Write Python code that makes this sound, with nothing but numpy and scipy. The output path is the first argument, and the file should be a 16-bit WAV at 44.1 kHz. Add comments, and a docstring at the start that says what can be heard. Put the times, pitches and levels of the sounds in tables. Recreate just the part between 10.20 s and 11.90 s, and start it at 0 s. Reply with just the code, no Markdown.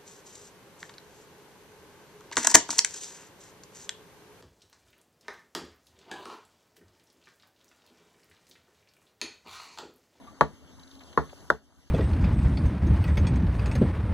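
"""Room air, a wavering hum and faint handling knocks lead to three taps of a tool handle on a cast engine
cover on a wooden bench in a small garage. An insect trills between the first and second taps; knocks go on
to the end. Decaying modes make the blows, casting and bench; shaped noise makes cracks, grit, air and room tail.
Each tap shakes the bench, which rebounds once. Two close microphones are mixed through a short delay."""
import sys
import numpy as np
from scipy import signal
from scipy.fft import rfft, irfft, next_fast_len
from scipy.io import wavfile
from scipy.ndimage import uniform_filter1d, map_coordinates

SR = 44100
rng = np.random.default_rng(int(sys.argv[2]) if len(sys.argv) > 2 else 0)


def master_out(mix):
    """Clip the mix to full scale and print it as 16-bit PCM to the path in sys.argv[1]."""
    frames = np.transpose(np.atleast_2d(mix))
    ceiling = np.clip(frames, -1, 1)
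    pcm = np.round(ceiling * 32767).astype(np.int16)
    wavfile.write(sys.argv[1], SR, pcm)


N = 74970  # length in samples


def amp(db):
    """Logarithmic level: decibels become an amplitude gain."""
    return 10 ** (np.asarray(db) / 20)


def unit(x):
    """Power normalisation: scales to an rms of 1."""
    return x / np.sqrt(np.mean(x ** 2) + 1e-20)


def along(points, hz):
    """Logarithmic frequency scale: interpolates (frequency, value) points along it."""
    point_hz, value = np.transpose(points)
    return np.interp(np.log(hz + 1), np.log(point_hz + 1), value)


def curves(rows):
    """Linear interpolation in time: one value per sample for each column after the first."""
    start_s, *columns = np.transpose(rows)
    return [np.interp(np.arange(N) / SR, start_s, column) for column in columns]


def wobble(rate):
    """Slow random modulation: a smooth curve through rate random knots a second."""
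    knots = rng.standard_normal(int(N * rate / SR) + 4)
    return map_coordinates(knots, [np.arange(N) * rate / SR])


def filtered(x, response):
    """Linear filtering: multiplies the spectrum by a response of frequency."""
    n = x.shape[-1]
    m = next_fast_len(n + 4096)
    return irfft(rfft(x, m) * response(np.fft.rfftfreq(m, 1 / SR)), m)[..., :n]


def noise(t, response):
    """Subtractive synthesis: two independent rows of white noise, filtered, at a joint rms of 1."""
    return unit(filtered(rng.standard_normal((2, len(t))), response))


def add(track, s, sound):
    """Superposition: mixes a sound in at time s."""
    part = track[..., max(round(s * SR), 0):][..., :sound.shape[-1]]
    part += sound[..., :part.shape[-1]]


RATTLE_DB, RATTLE_PER_S = 2.5, 110  # flutter from loose contact: depth, random knots a second


def ring(modes, t, scatter_db, rise_cycles=0.0074):
    """Modal decay with random levels; row 0 is common to both sides, row 1 differs by random phases."""
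    hz, level_db, t60_s = np.transpose(modes)[..., None]
    luck, phase = rng.standard_normal((2, len(modes), 1))
    fade = amp(level_db + scatter_db * luck - 60 * t / t60_s)
    fade = fade * (1 - np.exp(-(t * hz / rise_cycles) ** 2))
    knots = rng.standard_normal((len(modes), int(t[-1] * RATTLE_PER_S) + 2))
    knots[:, 0] = 0
    flutter = [np.interp(t * RATTLE_PER_S, np.arange(len(row)), row) for row in knots]
    fade = fade * amp(RATTLE_DB * np.array(flutter))
    common = fade * np.sin(2 * np.pi * hz * t)
    differing = fade * np.sin(2 * np.pi * hz * t + 2 * np.pi * phase)
    return np.array([common.sum(0), differing.sum(0)])


# Base levels of the air noise before lift and waver: start_s [s], low_db [dB], treble_db [dB]
AIR_LEVELS = [(0.0, -49, -65), (0.42, -51.5, -67.5), (0.61, -51, -63.5), (0.766, -51.5, -64),
              (0.966, -48.5, -63.5), (1.198, -49.5, -62), (1.244, -50.5, -64.5), (1.33, -50.5, -62.5),
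              (1.406, -58, -75.5), (1.7, -59.5, -68.5)]
# Spectra of the low and treble bands: frequency_hz [Hz], relative_db [dB per Hz]
AIR_LOW = [(25, 3), (45, 7), (70, 18.5), (120, 5.5), (270, 6), (400, -4.5), (800, -9.5), (1500, -15.5),
           (2200, -19), (2800, -33), (4000, -86)]
AIR_TREBLE = [(1200, -91.5), (2000, -36), (2800, 3.5), (4000, -2.5), (5000, 1), (6500, -2.5), (8000, -10),
              (11500, -10.5), (13900, -17.5), (14400, -52), (15400, -63)]
WAVER_DB = 1.2


def room_air():
    """Nonstationary band noise: two spectra whose strength is patchy in time and frequency."""
    low_db, treble_db = curves(AIR_LEVELS)
    out = np.zeros((2, N))
    for level_db, spectrum, lift_db in (low_db, AIR_LOW, 6), (treble_db, AIR_TREBLE, 2.5):
        z = signal.stft(rng.standard_normal((2, N)), nperseg=512)[2]
        patches = rng.standard_normal(z.shape[1:])
        patches = uniform_filter1d(patches, 6, 0)  # smooth over frequency
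        patches = uniform_filter1d(patches, 8, 1)  # smooth over time
        patchy = signal.istft(z * amp(2.3 * unit(patches)), nperseg=512)[1][:, :N]
        band = unit(filtered(patchy, lambda f: amp(along(spectrum, f))))
        out += amp(level_db + lift_db + WAVER_DB * wobble(20)) * band
    return out


# Path of the hum before its waver: start_s [s], pitch_hz [Hz], level_db [dB]
HUM_PATH = [(0, 262, -45.5), (.2, 266, -50.5), (.45, 264, -57.5), (.6, 268, -50.5), (.85, 266, -48),
            (.92, 270, -61), (1.12, 271, -46), (1.3, 270, -59.5), (1.42, 275, -57), (1.7, 270, -63.5)]
HUM_WAVER_DB, HUM_WAVER_HZ = 2.5, 8


def hum():
    """Frequency and amplitude modulation: a sine whose pitch and level waver at random."""
    pitch_hz, level_db = curves(HUM_PATH)
    level = amp(level_db + HUM_WAVER_DB * wobble(26))
    phase = 2 * np.pi * np.cumsum(pitch_hz + HUM_WAVER_HZ * wobble(44)) / SR
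    return level * np.sin(phase) * [[1], [.3]]


# Chirps of the trill: start_s [s], level_db [dB], pitch_hz [Hz, at the middle of the glide]
INSECT_CHIRPS = [(0.593, -55, 3920), (0.6298, -52.5, 4010), (0.6722, -56, 3877), (0.7087, -54, 3828),
                 (0.748, -53, 3910), (0.789, -55, 4023), (0.831, -53.5, 4130), (0.87, -59.5, 3770)]
CHIRP_S, CHIRP_GLIDE = .012, 0.15  # length; rise as a share of the pitch
TICK_DB, TICK_HZ, TICK_SPREAD = -6, 5000, .3  # scratch in each chirp; spread in log frequency


def insect():
    """Linear frequency sweep: short rising tones, roughened by random steps and a scratch of noise."""
    out, t = np.zeros((2, N)), np.arange(round(CHIRP_S * SR)) / SR
    for start_s, level_db, pitch_hz in INSECT_CHIRPS:
        tone = np.sin(2 * np.pi * pitch_hz * t * (1 + CHIRP_GLIDE * (t / CHIRP_S - 1) / 2))
        steps = rng.standard_normal((2, 30)).repeat(40, 1)[:, :len(t)]
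        rasp = 1 + .7 * steps
        tick = noise(t, lambda f: np.exp(-(np.log((f + 1) / TICK_HZ) / TICK_SPREAD) ** 2))
        chirp = tone * rasp * [[1], [.5]] + amp(TICK_DB) * tick
        add(out, start_s, amp(level_db) * np.hanning(len(t)) * chirp)
    return out


# Faint knocks: start_s [s], level_db [dB], pitch_hz [Hz], t60_s [s], noise_share [ratio], rise_s [s]
HANDLING_KNOCKS = [(.006, -38, 230, 0.12, 0.23, 0.0034), (.066, -41.5, 1166, 0.14, 0.38, 0.0094),
                   (0.803, -53.5, 1702, 0.076, 2.9, 0.0057), (0.926, -50, 1740, 0.045, 2.3, 0.0027),
                   (1.091, -55.5, 1600, 0.058, 3.6, .005), (1.129, -29.5, 581, 0.022, 0.18, 0.00085),
                   (1.1293, -30.5, 428.6, 0.027, .2, 0.0015), (1.664, -60.5, 1657, 0.078, 0.81, .005)]


def handling():
    """Damped resonance with broadband contact noise: things set down or touched ring dully and puff."""
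    out, t = np.zeros((2, N)), np.arange(SR // 6) / SR
    for start_s, level_db, pitch_hz, t60_s, noise_share, rise_s in HANDLING_KNOCKS:
        puff = noise(t, lambda f: f / (f + 0.5 * pitch_hz) / (1 + (f / (2.2 * pitch_hz)) ** 4))
        puff = noise_share * puff * amp(-60 * t / t60_s)
        rise = 1 - np.exp(-(t / rise_s) ** 2)
        add(out, start_s, amp(level_db) * rise * (ring([(pitch_hz, 0, t60_s)], t, 0.4) + puff))
    return out


# Decay of the room: frequency_hz [Hz], t60_s [s]
ROOM_DECAY = [(100, 0.47), (500, 0.17), (1500, 0.18), (4000, 0.17), (12000, 0.14)]
# Colour of the room: frequency_hz [Hz], relative_db [dB]
ROOM_COLOUR = [(60, -7.5), (300, -6), (1000, -13.5), (2000, -7), (4000, 1.5), (12000, -1.5)]


def garage(x):
    """Reverberation: convolution of the common row with noise whose frequencies die at their own speeds."""
    hz, t, z = signal.stft(rng.standard_normal((2, SR // 3)), SR, nperseg=256)
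    fade_db = along(ROOM_COLOUR, hz)[:, None] - 60 * t / along(ROOM_DECAY, hz)[:, None]
    tail = signal.istft(z * amp(fade_db), SR, nperseg=256)[1]
    late = np.pad(x[:1], ((0, 0), (130, 0)))  # delay in samples before the tail
    return signal.fftconvolve(late, tail / np.linalg.norm(tail[0]), axes=1)


GRIT_T60_S, GRIT_HZ = 0.08, 5850  # decay; lower band edge


def grit(t):
    """Random amplitude modulation: loose small parts jingle as flickering, dying treble noise."""
    flicker = rng.standard_normal((2, len(t))) * amp(5 * wobble(600)[:len(t)])
    band = unit(filtered(flicker, lambda f: (f > GRIT_HZ) & (f < 14200)))
    return amp(-60 * t / GRIT_T60_S) * band


# Modes of the bench top: frequency_hz [Hz], level_db [dB], t60_s [s]
BENCH_TOP = [(356.5, 5, 0.051), (411.6, 9, 0.057), (454, 10, 0.04)]
# Low modes of the bench frame: frequency_hz [Hz], level_db [dB], t60_s [s]
BENCH_FRAME = [(96.65, -5.5, 0.023), (153, 10, 0.19), (214, 0, 0.22), (275.4, 4, 0.14)]
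SPOT_DB = 1.5  # scatter of each mode with the spot struck
SWAY_RISE_CYCLES = 0.53
THUMP_HZ, THUMP_DB, THUMP_S = 69.2, 4, .025  # heave of the legs; time to the top of its envelope
REBOUND_S, REBOUND_HZ, REBOUND_T60_S = .036, 435, .06  # delay after the blow, pitch, decay
REBOUND_DB, REBOUND_RISE_CYCLES = 2, 3.5  # level over the bench top; rise


def bench(out, s, top_db, frame_db, t):
    """Structural vibration: legs heave once, top and frame modes ring, and the bench rebounds once."""
    envelope = (t / THUMP_S * np.exp(1 - t / THUMP_S)) ** 2
    heave = envelope * np.sin(2 * np.pi * THUMP_HZ * t + [[0], [1.5]])
    add(out, s, amp((top_db + frame_db) / 2 + THUMP_DB) * heave)
    add(out, s, amp(frame_db) * ring(BENCH_FRAME, t, SPOT_DB, SWAY_RISE_CYCLES))
    add(out, s, amp(top_db) * ring(BENCH_TOP, t, SPOT_DB, SWAY_RISE_CYCLES))
    rebound = ring([(REBOUND_HZ, 0, REBOUND_T60_S)], t, 2.2, REBOUND_RISE_CYCLES)
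    add(out, s + REBOUND_S, amp(top_db + REBOUND_DB) * rebound)


# Spectrum of the crack: frequency_hz [Hz], relative_db [dB]
CRACK_COLOUR = [(1800, 1.5), (2600, 4.5), (3800, -1), (5000, -4), (6500, -13.5), (9000, -26.5),
                (14000, -37.5), (15400, -52.5)]
CRACK_T60_S = 0.017


def crack(t):
    """Impulsive broadband radiation: a sharp burst of noise above 1500 Hz."""
    snap = noise(t, lambda f: amp(along(CRACK_COLOUR, f)) * (f > 1500))
    return amp(-60 * t / CRACK_T60_S) * snap


KNOCK_RISE_S = 0.00053


def handle(pitch_hz, t60_s, t):
    """Single-mode resonance: the struck handle thuds at one damped pitch."""
    return ring([(pitch_hz, 0, t60_s)], t, 0) * (1 - np.exp(-(t / KNOCK_RISE_S) ** 2))


# Modes of the cast cover: frequency_hz [Hz], level_db [dB], t60_s [s]
CASTING_MODES = [(552.5, 3, 0.04), (680, -1, 0.039), (770, -8.5, 0.019), (923, -3.5, 0.067),
                 (1127, 3, 0.036), (1303.6, -1, 0.031), (1428.6, -3.5, .045), (1673, 0, 0.025),
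                 (1759, -2.5, 0.027), (1870, -27, 0.062)]
# Spectrum of its many small modes: frequency_hz [Hz], relative_db [dB]
THUD_COLOUR = [(60, -32.5), (150, -4), (450, 5.5), (1000, -0.5), (1800, -10.5), (2300, -26), (4000, -65.5)]
THUD_DB, THUD_T60_S = -2, .1  # level before the shared casting gain; decay


def casting(t):
    """Modal density: a few modes ring distinctly while many small ones blur into dying noise."""
    thud = noise(t, lambda f: amp(along(THUD_COLOUR, f)))
    thud = amp(THUD_DB - 60 * t / THUD_T60_S) * (1 - np.exp(-t / KNOCK_RISE_S)) * thud
    return ring(CASTING_MODES, t, SPOT_DB, rise_cycles=0.34) + thud


# The blows: start_s [s], handle_db [dB], pitch_hz [Hz, handle], t60_s [s, handle], casting_db [dB],
# bench_top_db [dB], bench_frame_db [dB], crack_db [dB], room_db [dB], contact_s [s], grit_db [dB]
BLOWS = [(0.2097, -1.5, 1000, 0.023, -12.5, -22, -22.5, -22.5, -9, 0.00029, -52.5),
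         (0.9753, -4.5, 1090, 0.018, -17, -19, -21.5, -32, -2.5, 0.00041, -60),
         (1.302, 6.5, 1492, 0.0083, -18, -22.5, -31.5, -21, -14, 0.00041, -56)]


def taps():
    """Impact excitation: a half-sine contact force drives handle and casting; longer contact dulls them."""
    out, t = np.zeros((2, N)), np.arange(SR // 3) / SR
    for (start_s, handle_db, pitch_hz, t60_s, casting_db, top_db, frame_db,
         crack_db, room_db, contact_s, grit_db) in BLOWS:
        push = np.sin(np.pi * np.clip(t[:60] / contact_s, 0, 1))
        body = amp(handle_db) * handle(pitch_hz, t60_s, t) + amp(casting_db) * casting(t)
        body = signal.fftconvolve(body, push[None] / push.sum(), axes=1)[:, :len(t)]
        body += amp(crack_db) * crack(t)
        add(out, start_s, body)
        add(out, start_s, amp(room_db) * garage(body))
        add(out, start_s, amp(grit_db) * grit(t))
        bench(out, start_s, top_db, frame_db, t)
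    return out


def scene():
    """Superposition of sources: row 0 reaches both microphones alike, row 1 differs between them."""
    return room_air() + hum() + insect() + handling() + taps()


# Differing sound that fills the notches: frequency_hz [Hz], share [ratio]
NOTCH_LEAK = [(60, 0.039), (2500, 0.034), (5000, 0.16), (8000, 0.57), (13000, 0.35)]
# Common sound sent to the sides: frequency_hz [Hz], share [ratio]
SIDE_WIDTH = [(50, .2), (90, .3), (170, .12), (270, .06), (450, .25), (700, .2), (1600, .6), (2500, 1.1),
              (5000, .8), (12000, .8)]
# Differing sound, heard on both sides in opposite sense: frequency_hz [Hz], share [ratio]
SIDE_APART = [(60, 1), (200, .6), (300, .35), (500, .35), (800, .13), (1300, .1), (2500, .2), (4000, .35),
              (8000, .75)]
MIX_DELAY_S, LOW_CUT_HZ, TOP_HZ = 0.0003872, 5.4, 15500
LEFT_DB, CEILING = .6, 1  # left raised and right lowered by this much; clipping level


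def record(dry):
    """Comb filtering: subtracting a delayed copy notches the mid signal at multiples of one over the delay."""
    late = lambda f: np.exp(-2j * np.pi * f * MIX_DELAY_S)
    share = lambda points, f: np.clip(along(points, f), 0, 2)
    mid = filtered(dry[0], lambda f: (1 - late(f)) / 2)
    mid += filtered(dry[1], lambda f: 1j * share(NOTCH_LEAK, f))
    # the sides keep the common bands that the mid signal loses
    side = filtered(dry[0], lambda f: share(SIDE_WIDTH, f) * (1 + late(f)) / 2)
    side += filtered(dry[1], lambda f: share(SIDE_APART, f) * (1 - late(f)) / 2)
    pair = np.array([mid + side, mid - side]) * amp([[LEFT_DB], [-LEFT_DB]])
    pair = filtered(pair, lambda f: (1j * f / (LOW_CUT_HZ + 1j * f)) ** 2)
    return filtered(np.clip(pair, -CEILING, CEILING), lambda f: f < TOP_HZ)


dry = scene()
out = record(dry)
master_out(out)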